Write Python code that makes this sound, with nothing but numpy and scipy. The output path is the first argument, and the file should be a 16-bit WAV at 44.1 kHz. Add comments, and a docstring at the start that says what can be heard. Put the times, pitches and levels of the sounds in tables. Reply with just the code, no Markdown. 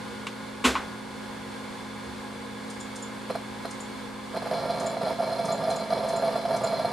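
"""Hard drives and a fan hum and rush steadily in a metal case: wavering sine tones and shaped noise.
Early on come three knocks on the desk, noise through broad resonances, and two low thuds, fading sines.
Then a mouse button is pressed and released now and then: fine grit through the modes of its switch.
Soon after, drive arms make a few lone seeks, then chatter with only tiny pauses: driven body modes,
kicks, coil buzz and cover rasp. A small room answers the mouse and the drives."""
import sys
import numpy as np
from scipy import signal
from scipy.fft import rfft, irfft
from scipy.io import wavfile
from scipy.ndimage import uniform_filter1d, map_coordinates

SR = 44100
rng = np.random.default_rng(int(sys.argv[2]) if len(sys.argv) > 2 else 0)


def generate_wav(signal):
    """Clip the signal to [-1, 1] and save it as 16-bit WAV at the path in sys.argv[1]."""
    frames = np.transpose(np.atleast_2d(signal))
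    scaled = np.clip(frames, -1, 1) * 32767
    pcm = np.round(scaled).astype(np.int16)
    wavfile.write(sys.argv[1], SR, pcm)


N = 305172

# All pans are left minus right, in dB.
# Fan and platter tones at multiples of the turning rate: (multiple, rms level [dB])
FAN_HZ, PLATTER_HZ = 52.66, 119.8
FAN_ORDERS = [(4, -43.5), (5, -46), (6, -66), (7, -55), (10, -53.5), (16, -70), (18, -58)]
PLATTER_ORDERS = [(1, -53), (6, -65.5), (19, -62)]
# Thin whines that fade: (pitch [Hz], rms level at the start [dB], fade [dB per s])
FADING_WHINES = [(1443, -54, 2.8), (9868, -69, 2.5), (3435, -67, 0.1)]
HUM_PAN_DB, PLATTER_EXTRA_PAN_DB = -1.3, 3

# Colour of the air rush: (frequency [Hz], relative level [dB])
AIR_SPECTRUM = [(15, -52), (25, -17), (158, -14.5), (213, -7), (278, -9), (318, -9.5), (515, -9),
                (673, -14), (1030, -10.5), (2240, -23), (2560, -22), (3440, -21.5), (6040, -29),
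                (9520, -29.5), (15000, -46)]
# Case resonances heard in the rush: (frequency [Hz], width [Hz], lift [dB])
CASE_LIFTS = [(71.5, 12, 7.5), (173.4, 7.1, 12), (475, 26, 8), (836, 49, 8.5), (1034, 58, 6.5),
              (1651, 124, 9), (2164, 255, 10), (3462, 57, 10), (4380, 620, 5), (9440, 200, 3)]
# How alike left and right are in the rush: (frequency [Hz], likeness [0 to 1])
AIR_LIKENESS = [(40, 0.31), (120, 0.96), (250, 0.22), (500, 0.29), (1600, 0.72), (5000, 0.63), (9000, 0.49),
                (14000, 0.072)]
AIR_RMS_DB, AIR_PAN_DB = -39.5, -0.5

# Knocks on the desk:
# (time [s], strength [dB], rise [ms], strongest pitch [Hz], fall about it [dB per octave squared])
DESK_KNOCKS = [(0.2671, -25.5, 1.7, 2480, 1.5), (.639, -13, 14.6, 1500, -0.16), (0.751, -16, 3.9, 1110, 8)]
# Modes of desk and clutter: (frequency [Hz], width [Hz], level [dB], basic 60 dB fall time [s])
DESK_MODES = [(263, 39, -3, 0.27), (403, 164, -2, 0.28), (634, 400, -17, 0.68), (1075, 250, 1, 0.19),
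              (1480, 160, -3.5, 0.19), (2080, 720, -4.5, 0.27), (2500, 790, 3.5, 0.11),
              (3520, 1000, -7, 0.3), (5470, 2000, -14.5, 0.33), (7300, 1700, -7.5, 0.19),
              (10500, 1100, -15.5, 0.16)]
# Low thuds through desk and floor: (time [s], peak level [dB], pitch [Hz], 60 dB fall time [s])
LOW_THUDS = [(0.656, -33.5, 66.7, 0.49), (2.05, -44, 70, 0.8)]

# Mouse button: (press time [s], time held [ms], press strength [dB])
MOUSE_CLICKS = [(2.7013, 101.7, -36.5), (2.958, 65, -35.5), (3.707, 98, -36.5), (4.7985, 64.8, -35.5),
                (5.4515, 68.9, -36.5), (5.7024, 58, -36.5), (6.0865, 75.4, -36.5), (6.564, 74, -35.5)]
# Switch modes: (frequency [Hz], width [Hz], level on press [dB], level on release [dB])
SWITCH_MODES = [(5560, 1250, 1.5, -11), (6260, 920, 3, -28), (7040, 660, 4.5, 3.5), (8700, 900, 5, -6),
                (9200, 420, -8.5, -23.5), (10400, 470, -15, -26)]
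RELEASE_EXTRA_DB = 8
CLICK_AND_ARM_PAN_DB = 0.7

ROOM_T60_S, ROOM_DB, WALL_CUT_HZ, ROOM_PAN_DB = 0.23, -0.5, 8200, -1.2
BODY_TO_ROOM = 0.15  # the heavy case radiates its low modes little into the room

# Lone seeks and the loud ones of the chatter: (time [s], strength [dB], arm travel [ms])
LOUD_SEEKS = [(3.299, -25, 13), (3.351, -26, 10.8), (3.651, -23.5, 8.8), (4.34, -28.5, 14),
              (4.361, -24.5, 15), (4.422, -28.5, 7.2), (4.453, -27.5, 11), (4.47, -28, 7.1),
              (4.51, -25, 7.9), (4.53, -30, 18), (4.571, -34, 22), (4.653, -28, 6.4), (4.697, -27, 11.4),
              (4.894, -34, 14), (4.966, -25.5, 11.6), (5.011, -26.5, 14), (5.064, -21, 14.3),
              (5.19, -20, 15.5), (5.231, -25.5, 13), (5.272, -26, 7.6), (5.319, -29, 10.4),
              (5.384, -21.5, 15), (5.487, -22, 43), (5.627, -25, 29), (5.663, -24, 17), (5.683, -21.5, 20),
              (5.708, -23, 21), (5.797, -29, 8.8), (5.901, -24, 15), (5.921, -20, 11.2),
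              (5.973, -20.5, 4.2), (6.038, -24, 10), (6.083, -30, 26), (6.131, -23.5, 12.4),
              (6.225, -21.5, 23.5), (6.253, -24, 20), (6.272, -28, 16), (6.356, -22.5, 7.9),
              (6.43, -32, 9.7), (6.452, -21, 10.3), (6.497, -24.5, 35), (6.54, -22.5, 11), (6.618, -32, 17),
              (6.639, -19.5, 9.5), (6.663, -22, 11.7), (6.728, -23, 13.6), (6.794, -23, 13),
              (6.845, -19, 10)]
# How hard seeks drive the low body modes, against their strength: (time [s], level [dB])
LOW_MODE_DRIVE = [(3.3, 1), (3.65, -3), (4.53, -3), (4.75, -7), (5.1, -19), (6.3, -14), (6.55, -14),
                  (6.9, -19)]
# Runs of small seeks: (start [s], end [s], strength [dB])
SMALL_SEEK_RUNS = [(4.33, 4.487, -42.5), (4.496, 4.934, -30.5), (5, 5.124, -29.5), (5.183, 5.844, -31),
                   (5.889, 6.406, -30.5), (6.461, 6.92, -30.5)]
# Drive body modes shaken by the arm: (frequency [Hz], width [Hz], relative level [dB])
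BODY_MODES = [(157.8, 66.6, -12.5), (433.7, 59.3, -13), (493.3, 35.4, -9.5), (531.4, 28.35, -3),
              (661, 26.84, 0.5), (707, 48.6, -5), (798, 100, -11), (898, 63, -11.5), (1185, 51.9, -13.5),
              (1367, 21.2, -15.5), (1722, 195, -24.5)]
# Modes of the arm, rung by the coil buzz: (frequency [Hz], width [Hz], relative level [dB])
ARM_MODES = [(2280, 31, 1.5), (3450, 160, -5), (4200, 37, -17), (4167, 96, 2.5), (4645, 354, -5.5),
             (5110, 94, -11)]
# Modes of the cover, which rasps: (frequency [Hz], width [Hz], relative level [dB])
COVER_MODES = [(9400, 560, -3), (10140, 720, 0.5), (10800, 920, -2.5)]
SEEK_RISE_S, LOW_SCATTER_DB, SEEK_PAN_DB = 0.0054, 1.5, -2.2
SMALL_SEEKS_PER_S, RUN_RISE_S, RUN_T60_S = 260, 0.03, 0.26
BUZZ_DB, BUZZ_SCATTER_DB = -16.5, 3  # coil buzz against the seek's strength, and its chance spread
BUZZ_FOLLOWS_LOW = 0.47  # hard-driven seeks also buzz more [dB per dB]
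REVERSE_RASP_DB = -29.5  # rasp as the arm reverses, against the drive of the low modes

TOP_CUT_HZ = 15100


def from_db(db):
    """Turn decibels into gain."""
    return 10 ** (np.asarray(db) / 20)


def rms_one(x):
    """Scale to an rms of 1."""
    return x / np.sqrt(np.mean(x ** 2) + 1e-20)


def at_hz(points, hz):
    """Read a curve of (Hz, value) points on a log-frequency axis."""
    point_hz, values = np.transpose(points)
    return np.interp(np.log(hz), np.log(point_hz), values)


def drift(rate):
    """Slow random wander around 0: `rate` random points a second, joined smoothly."""
    points = rng.standard_normal(600)
    coarse = np.arange(0, N + 32, 32)  # every 32nd sample is enough
    wander = map_coordinates(points, [5 + coarse / SR * rate], order=3)
    return np.interp(np.arange(N), coarse, wander)


def resonate(x, hz, width_hz):
    """A two-pole resonance that rings at one pitch, with gain 1 at its peak."""
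    r = np.exp(-np.pi * width_hz / SR)
    w = 2 * np.pi * hz / SR
    gain = (1 - r * r) / 2
    return signal.lfilter([gain, 0, -gain], [1, -2 * r * np.cos(w), r * r], x + 1e-18)


def modes(x, table, skirt):
    """Side-by-side (Hz, width, dB) resonances, each followed by a wider one that steepens its flanks."""
    return sum(from_db(db) * resonate(resonate(x, hz, width), hz, skirt * width)
               for hz, width, db in table)


def swell(start_s, rise_s, hold_s, t60):
    """Loudness shape of one event: straight rise, hold, exponential fall; returns its slice and shape."""
    first = round(start_s * SR)
    length = min(N - first, round((rise_s + hold_s + t60) * SR))
    t = np.arange(length) / SR
    fall_db = -60 * np.maximum(t - rise_s - hold_s, 0) / t60
    return slice(first, first + length), np.minimum(t / rise_s, 1) * from_db(fall_db)


def pan(x, left_db):
    """Place a sound between the sides; left_db is left minus right."""
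    return x * from_db([[left_db / 2], [-left_db / 2]])


def tone(hz, level_db, waver_db):
    """A sine whose level wavers slowly and whose phase differs a little between the sides."""
    phase = 2 * np.pi * (hz * np.arange(1, N + 1) / SR + rng.random())
    peak = np.sqrt(2) * from_db(level_db + waver_db * drift(5.5))
    return peak * np.sin(phase + [[0.2], [-0.2]])


def hum():
    """Turning fan and platters sound at multiples of their turning rates; thin whines fade on top."""
    fan = sum(tone(k * FAN_HZ, db, waver_db=0.4) for k, db in FAN_ORDERS)
    platters = sum(tone(k * PLATTER_HZ, db, waver_db=0.5) for k, db in PLATTER_ORDERS)
    t = np.arange(N) / SR
    whines = sum(tone(hz, db - fade_db * t, waver_db=3.0) for hz, db, fade_db in FADING_WHINES)
    return fan + pan(platters, PLATTER_EXTRA_PAN_DB) + whines


def air():
    """Fan and platters stir the air into a stereo rush of noise, lifted at the case resonances."""
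    hz = np.maximum(np.fft.rfftfreq(N, 1 / SR), 1)
    lift_db = sum(db / (1 + (2 * (hz - f) / width) ** 2) for f, width, db in CASE_LIFTS)
    colour = from_db(at_hz(AIR_SPECTRUM, hz) + lift_db)
    mid, side = rfft(rng.standard_normal((2, N))) * colour
    alike = np.clip(at_hz(AIR_LIKENESS, hz), 0, 1)
    rush = irfft(np.sqrt(1 + alike) * mid + np.sqrt(1 - alike) * side * [[1], [-1]], N)
    return pan(from_db(AIR_RMS_DB + 0.5 * drift(9)) * rms_one(rush), AIR_PAN_DB)


def knocks():
    """Each knock shakes desk and clutter: noise in broad resonances, each dying at its own rate."""
    out = np.zeros((2, N))
    for hz, width, mode_db, t60 in DESK_MODES:
        common, own = rng.standard_normal((2, SR))
        noise = common + 0.15 * own * [[1], [-1]]
        rattle = rms_one(modes(noise, [(hz, width, 0)], skirt=5.2))
        for s, db, rise_ms, top_hz, fall_db in DESK_KNOCKS:
            knock_t60 = t60 * from_db(0.59 * (db + 17.5))  # light knocks die sooner
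            at, shape = swell(s, rise_ms / 1000, 0, knock_t60)
            colour_db = mode_db - fall_db * np.log2(hz / top_hz) ** 2
            out[:, at] += from_db(db + colour_db - 10) * shape * rattle[:, :len(shape)]
    return out


def thuds():
    """A low mode swells and dies."""
    out = np.zeros(N)
    for s, db, hz, t60 in LOW_THUDS:
        at, shape = swell(s, 0.025, 0, t60)
        t = np.arange(len(shape)) / SR
        out[at] += from_db(db) * shape * np.sin(2 * np.pi * hz * t)
    return out


def mouse():
    """The switch snaps in some ms of fine clicks; press and release weight its modes differently."""
    out, grit = np.zeros(N), rng.standard_normal(N)
    snap = np.hanning(round(0.024 * SR))
    presses = [(s, db) for s, held_ms, db in MOUSE_CLICKS]
    releases = [(s + held_ms / 1000, db + RELEASE_EXTRA_DB) for s, held_ms, db in MOUSE_CLICKS]
    for column, snaps in enumerate((presses, releases)):
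        force = np.zeros(N)
        for s, db in snaps:
            first = round((s - 0.007) * SR)
            force[first:first + len(snap)] += from_db(db) * snap
            at, shape = swell(s, 0.027, 0, 0.15)  # the shell buzzes on faintly
            force[at] += from_db(db - 22) * shape
        table = [(hz, width, levels[column]) for hz, width, *levels in SWITCH_MODES]
        out += modes(force * grit, table, skirt=1.45)
    return out


def room(x):
    """Walls send back dull, dying reflections, mostly shared by the two sides."""
    t = np.arange(SR // 2) / SR
    fading = from_db(-60 * t / ROOM_T60_S) * (t > 0.004)  # nothing returns in the first 4 ms
    common, own = rng.standard_normal((2, len(t))) * fading
    dull = signal.butter(1, WALL_CUT_HZ, fs=SR, output="sos")
    tail = signal.sosfilt(dull, common + 0.48 * own * [[1], [-1]])
    tail = tail / np.sqrt(np.sum(tail ** 2, axis=1)[:, None])
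    return from_db(ROOM_DB) * signal.fftconvolve(x[None], tail, axes=1)[:, :N]


def seeks():
    """A travelling arm drives the body modes, then the servo damps them; start, reversal and stop
    kick the body, the coil buzz rings the arm and the cover rasps. Returns body and treble."""
    upper, lower, buzz, kicks, fill, reverse = np.zeros((6, N))
    drive_s, drive_db = np.transpose(LOW_MODE_DRIVE)
    for s, db, travel_ms in LOUD_SEEKS:
        travel_s = travel_ms / 1000
        low_db = np.interp(s, drive_s, drive_db) + LOW_SCATTER_DB * rng.standard_normal()
        buzz_db = BUZZ_DB + BUZZ_FOLLOWS_LOW * low_db + BUZZ_SCATTER_DB * rng.standard_normal()
        at, shape = swell(s - 0.002, SEEK_RISE_S, max(travel_s - SEEK_RISE_S / 2, 0), 0.03)
        upper[at] += from_db(db) * shape
        lower[at] += from_db(db + low_db) * shape
        buzz[at] += from_db(db + buzz_db) * shape
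        # push off, reverse, stop
        turns = at.start + np.round(np.array([0.1, 0.5, 1]) * travel_s * SR).astype(int)
        kicks[turns] += from_db(db + low_db / 2 + 25) * np.array([0.8, -1.1, 0.7])
        rasp_gain = from_db(db + low_db + REVERSE_RASP_DB)
        reverse[turns[1]:turns[1] + 350] += rasp_gain * np.hanning(350)  # 8 ms
    for start_s, end_s, db in SMALL_SEEK_RUNS:
        at, shape = swell(start_s, RUN_RISE_S, end_s - start_s - RUN_RISE_S, RUN_T60_S)
        fill[at] += from_db(db) * shape

    body, t = np.zeros(N), np.arange(N) / SR
    for hz, width, mode_db in BODY_MODES:
        if hz < 600:
            drive = lower
        elif hz < 760:
            drive = upper
        else:
            drive = (lower + upper / 2) / 2
        # each mode keeps ringing near its pitch, its phase wandering at random, more for wider modes; the force
        # sets its level
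        wander = np.cumsum(0.4 * width * drift(40)) / SR
        ringing = np.sin(2 * np.pi * (hz * t + wander + rng.random()))
        body += from_db(mode_db - 3.5) * (drive + 0.96 * fill) * ringing
    small = (rng.random(N) < SMALL_SEEKS_PER_S / SR) * rng.uniform(-0.99, 1, N)
    body += 0.77 * fill * rms_one(modes(small, BODY_MODES, skirt=2.9))
    # the coil current takes time to rise, so the kicks are softened
    soft = signal.butter(2, [130, 2500], "band", fs=SR, output="sos")
    kick_modes = [(hz, 5.7 * width, db / 2) for hz, width, db in BODY_MODES]
    body += modes(signal.sosfilt(soft, kicks), kick_modes, skirt=3.0)

    sparse_noise = rng.standard_normal(N) * (rng.random(N) < 0.03)
    arm = modes(sparse_noise * (buzz + from_db(-12) * fill), ARM_MODES, skirt=9.8)
    steps = uniform_filter1d(np.abs(np.sign(small)), size=110)  # each small step rasps for 2.5 ms
    rasp = (steps + 0.009) * rng.standard_normal(N)
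    ticks = rasp * (fill + upper / 4) + reverse * rng.standard_normal(N)
    cover = modes(ticks, COVER_MODES, skirt=3.3)
    return body, from_db(27.5) * arm + from_db(18.5) * cover


def scene():
    """Steady hum and rush, knocks and thuds; mouse and drives are heard directly and through the room."""
    steady = pan(hum(), HUM_PAN_DB) + air()
    desk = knocks() + thuds()
    button = mouse()
    body, treble = seeks()
    near = pan(body, SEEK_PAN_DB) + pan(treble + button, CLICK_AND_ARM_PAN_DB)
    echoes = room(BODY_TO_ROOM * body + treble / 2 + 0.65 * button)
    return steady + desk + near + pan(echoes, ROOM_PAN_DB)


def record(dry):
    """A steep low-pass cuts off the very top."""
    return signal.sosfilt(signal.ellip(10, 0.5, 70, TOP_CUT_HZ, fs=SR, output="sos"), dry)


dry = scene()
out = record(dry)
generate_wav(out)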